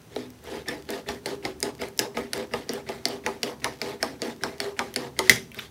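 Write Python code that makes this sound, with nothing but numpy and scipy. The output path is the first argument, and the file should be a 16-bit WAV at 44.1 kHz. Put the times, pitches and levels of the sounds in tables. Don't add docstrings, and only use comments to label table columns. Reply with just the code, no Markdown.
import sys
import numpy as np
from scipy import signal
from scipy.fft import rfft, irfft
from scipy.io import wavfile
from scipy.ndimage import uniform_filter1d

SR = 44100
rng = np.random.default_rng(int(sys.argv[2]) if len(sys.argv) > 2 else 0)


def transcribe(signal):
    frames = np.atleast_2d(signal).T
    limited = np.clip(frames, -1, 1)
    pcm = np.round(limited * 32767).astype(np.int16)
    wavfile.write(sys.argv[1], SR, pcm)


N = 251615

# time_s, tick_db, pitch_hz, clack_db, thud_db, length_s
PUSH_STROKES = [(0.162, -22.5, 4000, -38, -21, .13), (0.8902, -27, 4300, -31.5, -30, 0.14),
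                (1.259, -14.5, 4460, -25, -26, 0.12), (1.6281, -5, 5080, -25, -24, 0.097),
                (1.9918, -2.5, 5160, -22.5, -24, .1), (2.333, -9, 4570, -24.5, -31, 0.14),
                (2.6927, -13, 4760, -30, -22.5, .14), (3.0545, -4.5, 4510, -22, -21.5, .15),
                (3.4316, -9.5, 4640, -20.5, -23, .13), (3.816, -11, 4650, -22.5, -26, .17),
                (4.219, -15, 4560, -30.5, -21, .14), (4.6024, -10, 4550, -22.5, -26.5, 0.14),
                (4.961, -8.5, 4540, -21, -24, .16)]
RETURN_STROKES = [(0.6846, -15.5, 3630, -42, -29.5, 0.16), (1.088, -21, 4050, -27.5, -25.5, 0.13),
                  (1.452, -17.5, 5320, -27.5, -23.5, 0.1), (1.817, -22, 5200, -32.5, -24, .11),
                  (2.171, -24, 3680, -26, -19, 0.14), (2.5369, -20, 5100, -24, -19, 0.16),
                  (2.8905, -23.5, 5200, -31.5, -23.5, .17), (3.2637, -16, 3650, -19.5, -20, .16),
                  (3.644, -10.5, 3640, -19, -25, 0.16), (4.0282, -8.5, 4400, -20, -19, 0.17),
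                  (4.4359, -12.5, 3900, -20.5, -23.5, .17), (4.7919, -14, 4070, -18.5, -24, 0.18),
                  (5.1908, -6, 4180, -19.5, -17.5, .19)]
# time_s, scrape_db, length_s
GENTLE_SLIDES = [(0.124, -52.5, 0.11), (0.452, -43.5, 0.2), (5.238, -40, 0.089), (5.559, -43.5, 0.14)]
# start_s, tick_db, clack_db
LOOSE_TICKS = [(0.154, -37, -53), (0.304, -31, -48), (0.4404, -33, -51), (0.9048, -15.5, -38),
               (1.265, -22, -44), (1.6037, -19.5, -56), (1.813, -31, -28), (1.886, -29.5, -51),
               (1.977, -21.5, -51), (1.9967, -10, -15), (2.3785, -24, -39), (2.7355, -17.5, -31),
               (3.0856, -19, -42), (4.941, -20, -29), (5.5175, -32, -32), (5.5456, -27, -31),
               (5.5893, -47, -19.5), (5.5938, -35, -21)]
# start_s, level_db
BENCH_JOLTS = [(.158, -35), (5.298, -14.5), (5.565, -29.5)]
# start_s, length_s, pitch_hz, level_db
SPINDLE_SQUEAKS = [(0.672, 0.033, 1770, -28), (0.933, 0.011, 1870, -32)]
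# start_s, level_db
STOP_HITS = [(5.2956, 4.5), (5.3054, -9), (5.3125, -8), (5.3192, -9), (5.359, -11.5)]
# time_s, load_db
HAND_LOAD = [(.2, -11.5), (.55, 0), (2.0, 1.5), (2.8, -2.5), (4.3, 0), (5.05, -5), (5.2, -6), (5.6, -19)]

# pitch_hz, level_db, fade_s (the time to fall by 60 dB)
BENCH_TOP_MODES = [(129.3, -29.5, 0.99), (158.5, -23.5, 0.19), (235, -11.5, 0.3), (262.2, -15.5, 0.36),
                   (306.6, -14, 0.34), (388, -7, 0.28), (405.4, -2.5, 0.16), (476.1, -1.5, 0.11),
                   (507, -8.5, 0.18), (611, -11.5, 0.099), (667, -1, 0.062), (770, -40, 0.07),
                   (838.6, -6, 0.092), (977, -21.5, 0.055), (1010, -24, 0.035), (1243, -13.5, 0.081)]
BENCH_FRAME_MODES = [(78, -28, 0.44), (128, -3, 0.27), (167.5, -2, 0.14), (217.3, 4, 0.18), (279, -7, 0.13),
                     (332, -3, 0.061), (391, 7.5, 0.11), (458, 7.5, 0.074), (634, 3.5, 0.099)]
WHOLE_TOOL_MODES = [(1510, -21, 0.11), (1980, -15.5, .18), (2100, 6, .11), (2120, 2, 0.24),
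                    (2274, 9.5, 0.11), (3330, 8, 0.065), (5700, -6, .13), (6070, -10, .13), (6330, -6, 0.2),
                    (7300, -11, .14), (11200, -21, .15)]

# frequency_hz, level_db
HUSH_SPECTRUM = [(15, -30), (25, -22.5), (107, 9), (160, -0.5), (445, -2), (1300, -8.5), (2060, -10),
                 (2240, -13), (2770, -12), (5430, -16), (5890, -12.5), (6740, -17.5), (15500, -21.5)]
ROCKING_SPECTRUM = [(25, -39.5), (58, -8), (74, 3), (86, -18), (112, -13), (130, -0.5), (240, -10.5),
                    (400, -10), (1000, -55)]
DOWN_SCRAPE_SPECTRUM = [(300, -16), (900, -4.5), (1450, -4.5), (1900, 1.5), (2650, -4), (3500, -2.5),
                        (4600, -5), (6600, -12), (9500, -15.5), (13000, -19), (16000, -26)]
UP_SCRAPE_SPECTRUM = [(300, 5), (900, -1.5), (1450, -3.5), (2000, 5), (2650, -3.5), (4500, -4.5),
                      (6600, -12), (9500, -15), (13000, -18.5), (16000, -25)]
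CHIP_SPECTRUM = [(80, -37), (170, -15), (400, 9), (600, -2), (900, 3.5), (1250, -11.5), (1700, -1),
                 (4000, -54)]
SNAP_SPECTRUM = [(1000, -49), (3500, -12), (5500, 2), (8000, -1), (11000, -0.5), (16000, -1.5)]
SLEEVE_SPECTRUM = [(500, -41), (1100, -23), (1500, -3.5), (1750, -3), (2080, 2.5), (2450, -5), (3200, -11),
                   (6000, -33)]
SHAFT_SPECTRUM = [(900, -41), (2800, -4.5), (4400, -4), (5400, 2.5), (6500, -4.5), (8300, -10),
                  (9900, -6.5), (11500, -18.5), (13500, -15.5), (16000, -29)]
CHATTER_SPECTRUM = [(800, -13), (2200, -1), (6000, -1.5), (16000, -13)]
SPRING_SPECTRUM = [(400, 2), (1300, -6), (2100, -7), (2800, -3), (4200, -7.5), (6000, -4), (8500, -12.5),
                   (12000, -11), (16000, -29)]
WHIRR_SPECTRUM = [(430, -45), (640, 3.5), (730, -0.5), (830, 5.5), (1030, 2.5), (1240, 0.0),
                  (1450, -13.5), (3000, -55)]
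CRACK_SPECTRUM = [(500, -17.5), (3000, 2.0), (10000, -5), (16000, -7.5)]

# frequency_hz, fade_s
ROOM_FADE = [(80, 1), (200, 0.88), (500, 0.3), (2000, 0.22), (6000, 0.25), (15000, 0.19)]

BRIGHTEN, FIRM_TICK_DB = 0.34, -10.5
WHIRR_PER_CLACK, FIRM_CLACK_DB = 1.52, -20.5
SCRAPE_PER_LOAD = 0.58


def amp(db):
    return 10 ** (np.asarray(db) / 20)


def unit(x):
    return x / np.sqrt(np.mean(x ** 2) + 1e-20)


def read(table, hz):
    table_hz, value = np.transpose(table)
    return np.interp(np.log(hz + 1), np.log(table_hz + 1), value)


def add(mix, start_s, sound):
    part = mix[max(round(start_s * SR), 0):][:len(sound)]
    part += sound[:len(part)]


def colour(x, spectrum):
    hz = np.fft.rfftfreq(len(x), 1 / SR)
    return unit(irfft(rfft(x) * amp(read(spectrum, hz)), len(x)))


def load_db(time_s):
    return np.interp(time_s, *np.transpose(HAND_LOAD))


def grains(per_s, spread_db):
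    size = amp(spread_db * np.minimum(rng.exponential(1, N), 4))
    return size * rng.choice([-1., 1.], N) * (rng.random(N) < per_s / SR)


def ring(modes, detune, spread_db, tilt_db=0, travel_s=0):
    hz, db, fade_s = np.transpose(modes)[:, :, None]
    delay_s = travel_s * np.sqrt(hz.mean() / hz)
    t = np.maximum(np.arange(SR // 2) / SR - delay_s, 0)
    shift, weight, side = rng.standard_normal((3, len(hz), 1))
    size = amp(db + spread_db * weight + tilt_db * np.log2(hz / hz.mean()))
    tones = np.sign(side) * np.sin(2 * np.pi * hz * (1 + detune * shift) * t)
    build_up = 1 - np.exp(-2 * (hz * t) ** 2)
    return (size * build_up * amp(-60 * t / fade_s) * tones).sum(0) / np.linalg.norm(size)


def tap(spectrum, ripple_db, rough_db, rough_s):
    hz = np.fft.rfftfreq(2048, 1 / SR)
    ripple = unit(uniform_filter1d(rng.standard_normal(len(hz)), size=40))
    log_gain = np.log(amp(read(spectrum, hz) + ripple_db * ripple))
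    mirrored = np.concatenate([log_gain, log_gain[-2:0:-1]])
    pulse = np.fft.ifft(np.exp(np.conj(signal.hilbert(mirrored)))).real
    contact = rng.standard_normal(len(pulse)) * np.exp(-np.arange(len(pulse)) / SR / rough_s)
    contact *= amp(rough_db) / np.linalg.norm(contact)
    contact[0] += 1
    sound = signal.fftconvolve(contact, pulse)[:len(pulse)]
    return sound / np.linalg.norm(sound)


def background():
    rocking = colour(rng.standard_normal(N), ROCKING_SPECTRUM)
    hush = colour(rng.standard_normal(N), HUSH_SPECTRUM)
    return amp(-54) * rocking + amp(-54.5) * hush


def nut_scrape(spectrum):
    bands = signal.stft(grains(per_s=5500, spread_db=3.2), SR, nperseg=256)[2]
    patches = uniform_filter1d(rng.standard_normal(bands.shape), size=3, axis=0)
    shift_db = 3 * unit(uniform_filter1d(patches, size=7, axis=1))
    slips = signal.istft(bands * amp(shift_db), SR, nperseg=256)[1][:N]
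    return colour(slips, spectrum)


def bit_grind(tilt_db):
    catches = grains(per_s=930, spread_db=2.5)
    bench = ring(BENCH_TOP_MODES, detune=0.011, spread_db=0.5, tilt_db=tilt_db)
    shaking = unit(signal.oaconvolve(catches, bench)[:N])
    chips = colour(grains(per_s=1200, spread_db=4), CHIP_SPECTRUM)
    return unit(shaking + amp(-8) * chips)


def slides():
    scrape, grind = np.zeros((2, N))
    for s, scrape_db, length_s in GENTLE_SLIDES:
        arch = np.sqrt(np.hanning(int((length_s + 0.021) * SR)))
        add(scrape, s - 0.03, amp(scrape_db) * arch)
        add(grind, s - 0.03, amp(-35 + load_db(s + length_s / 2)) * arch)
    return scrape * nut_scrape(DOWN_SCRAPE_SPECTRUM) + grind * bit_grind(tilt_db=-3.5)


def stroke(length_s, lead_s, lead_db, sag_db, start_db):
    t = np.arange(-lead_s, length_s, 1 / SR)
    progress = np.clip(t / length_s, 0, 1)
    contact = np.interp(t, [-lead_s, -lead_s * 0.92, -0.003, 0.003],
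                        [0, amp(lead_db - 6), amp(lead_db - 1.5), 1])
    slowing = np.sqrt(np.clip(1 - progress ** 4, 0, 1)) ** 3
    return contact * amp(start_db * (1 - progress) ** 4 - sag_db * progress) * slowing


def pumping(strokes, scrape_spectrum, click_db, ring_db, thud_tilt_db, whirr_db, whirr_s,
            lead_s, lead_db, start_db, scrape_db, scrape_sag_db, grind_db, grind_sag_db, grind_tilt_db):
    hits, scrape, grind = np.zeros((3, N))
    for s, tick_db, pitch_hz, clack_db, thud_db, length_s in strokes:
        add(hits, s, amp(click_db) * steel_click(tick_db, pitch_hz, clack_db, ring_db))
        thud = ring(BENCH_TOP_MODES, detune=0.035, spread_db=3, tilt_db=thud_tilt_db, travel_s=0.0012)
        add(hits, s, amp(thud_db) * thud)
        add(hits, s, amp(whirr_db + WHIRR_PER_CLACK * (clack_db - FIRM_CLACK_DB)) * whirr(whirr_s))
        scrape_shape = stroke(length_s, lead_s, lead_db, scrape_sag_db, start_db)
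        grind_shape = stroke(length_s, lead_s, lead_db, grind_sag_db, start_db)
        add(scrape, s - lead_s, amp(scrape_db + SCRAPE_PER_LOAD * load_db(s)) * scrape_shape)
        add(grind, s - lead_s, amp(grind_db + load_db(s)) * grind_shape)
    return hits + scrape * nut_scrape(scrape_spectrum) + grind * bit_grind(grind_tilt_db)


def loose_parts():
    out = np.zeros(N)
    for s, tick_db, clack_db in LOOSE_TICKS:
        add(out, s, amp(tick_db + 6.5) * tap(SNAP_SPECTRUM, ripple_db=1.5, rough_db=-5, rough_s=0.0005))
        add(out, s, amp(clack_db + 13) * tap(SLEEVE_SPECTRUM, ripple_db=8, rough_db=1, rough_s=0.0031))
    return out


def jolts():
    out = np.zeros(N)
    t = np.arange(SR // 2) / SR
    swell = 1 - np.exp(-(t / 0.0074) ** 2)
    for s, db in BENCH_JOLTS:
        add(out, s, amp(db) * swell * ring(BENCH_FRAME_MODES, detune=0.0046, spread_db=1.5))
    return out


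def steel_click(tick_db, pitch_hz, clack_db, ring_db):
    tilt_db = BRIGHTEN * (tick_db - FIRM_TICK_DB)
    spectrum = [(hz, db + tilt_db * np.log2(hz / pitch_hz)) for hz, db in SHAFT_SPECTRUM]
    tick = tap(spectrum, ripple_db=3, rough_db=4.5, rough_s=0.0016)
    t = np.arange(len(tick)) / SR
    fade = np.exp(-t / 0.00096) - np.exp(-t / 0.00025)
    ringing = fade * np.sin(2 * np.pi * pitch_hz * t)
    clack = tap(SLEEVE_SPECTRUM, ripple_db=4, rough_db=1, rough_s=0.0036)
    return amp(tick_db + 10.5) * tick + amp(tick_db + ring_db) * ringing + amp(clack_db + 21.5) * clack


def whirr(rise_s):
    rise = np.arange(SR // 4) / SR / rise_s
    buzz = colour(rng.standard_normal(len(rise)), WHIRR_SPECTRUM)
    return buzz * rise ** 2 * np.exp(2 * (1 - rise))


def nut_chatter():
    clicks = grains(per_s=7.9, spread_db=2.5) * amp(-33.5 + load_db(np.arange(N) / SR))
    tick = tap(CHATTER_SPECTRUM, ripple_db=1, rough_db=-12, rough_s=0.001)
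    return signal.oaconvolve(clicks, tick)[:N]


def sleeve_knocks(early_s, knock_db):
    out = np.zeros(N)
    for s, *_ in RETURN_STROKES:
        knock = tap(SLEEVE_SPECTRUM, ripple_db=2, rough_db=4, rough_s=0.005)
        add(out, s - early_s, amp(knock_db) * knock)
    return out


def squeaks():
    out = np.zeros(N)
    for s, length_s, hz, db in SPINDLE_SQUEAKS:
        arch = np.hanning(int(length_s * SR))
        waver = unit(uniform_filter1d(rng.standard_normal(len(arch)), size=100))
        phase = 2 * np.pi * np.cumsum(hz * (1 + 0.041 * waver)) / SR
        add(out, s, amp(db) * arch * (np.sin(phase) + amp(-7) * np.sin(2 * phase)))
    return out


def handle_slam():
    out = np.zeros(N)
    t = np.arange(SR // 2) / SR
    start_s, clang_hz = STOP_HITS[0][0], 2030
    clang = np.sin(2 * np.pi * clang_hz * t) * np.exp(-t / 0.0025) * (1 - np.exp(-t / 0.00076))
    add(out, start_s, steel_click(tick_db=0, pitch_hz=5290, clack_db=-9.5, ring_db=2))
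    crack = colour(rng.standard_normal(len(t)), CRACK_SPECTRUM) * np.exp(-t / 0.0025)
    for s, db in STOP_HITS:
        add(out, s, amp(db - 20) * ring(WHOLE_TOOL_MODES, detune=0.002, spread_db=0))
        add(out, s, amp(db) * steel_click(tick_db=-11.5, pitch_hz=5400, clack_db=-23, ring_db=-8))
    spring_rattle = nut_scrape(SPRING_SPECTRUM)[:len(t)] * np.exp(-t / 0.037)
    add(out, start_s, amp(9.5) * clang + amp(-4) * crack + amp(-21.5) * spring_rattle)
    return out


def reflections():
    slots = np.arange(220, SR - 20, 20)
    echoes = np.zeros(SR)
    echoes[slots + rng.integers(0, 20, len(slots))] = rng.choice([-1., 1.], len(slots))
    hz, t, bands = signal.stft(echoes, SR, nperseg=256)
    fade = amp(-60 * t / read(ROOM_FADE, hz)[:, None])
    tail = signal.istft(bands * fade, SR, nperseg=256)[1]
    return tail / np.linalg.norm(tail)


def workshop_echo(sound):
    drift = 2 * np.pi * np.arange(N) / SR / 1.7
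    shares = np.cos(drift), np.sin(drift)
    return sum(signal.oaconvolve(sound * share, reflections())[:N] for share in shares)


def scene():
    down = pumping(PUSH_STROKES, DOWN_SCRAPE_SPECTRUM, click_db=-3.5, ring_db=5, thud_tilt_db=-3,
                   whirr_db=-45, whirr_s=0.053, lead_s=0.028, lead_db=-12, start_db=-5,
                   scrape_db=-36, scrape_sag_db=10.5,
                   grind_db=-31.5, grind_sag_db=2.5, grind_tilt_db=-0.4)
    up = pumping(RETURN_STROKES, UP_SCRAPE_SPECTRUM, click_db=-1, ring_db=-3, thud_tilt_db=6,
                 whirr_db=-31, whirr_s=0.014, lead_s=0.023, lead_db=-5, start_db=-0.4,
                 scrape_db=-35.5, scrape_sag_db=20,
                 grind_db=-33.5, grind_sag_db=15, grind_tilt_db=-4.5)
    drill = down + up + sleeve_knocks(early_s=0.025, knock_db=-22.5) + nut_chatter()
    drill += loose_parts() + jolts() + slides() + squeaks() + handle_slam()
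    return (drill + background() + amp(-12.5) * workshop_echo(drill))[None]


def record(dry):
    clipped = np.clip(dry, -1.05, 1.05)
    thinned = signal.sosfilt(signal.butter(4, 48, "high", fs=SR, output="sos"), clipped)
    treble_cut = signal.firwin(255, 15850, window=("kaiser", 8), fs=SR)
    return signal.oaconvolve(thinned, treble_cut[None], "same")


dry = scene()
out = record(dry)
transcribe(out)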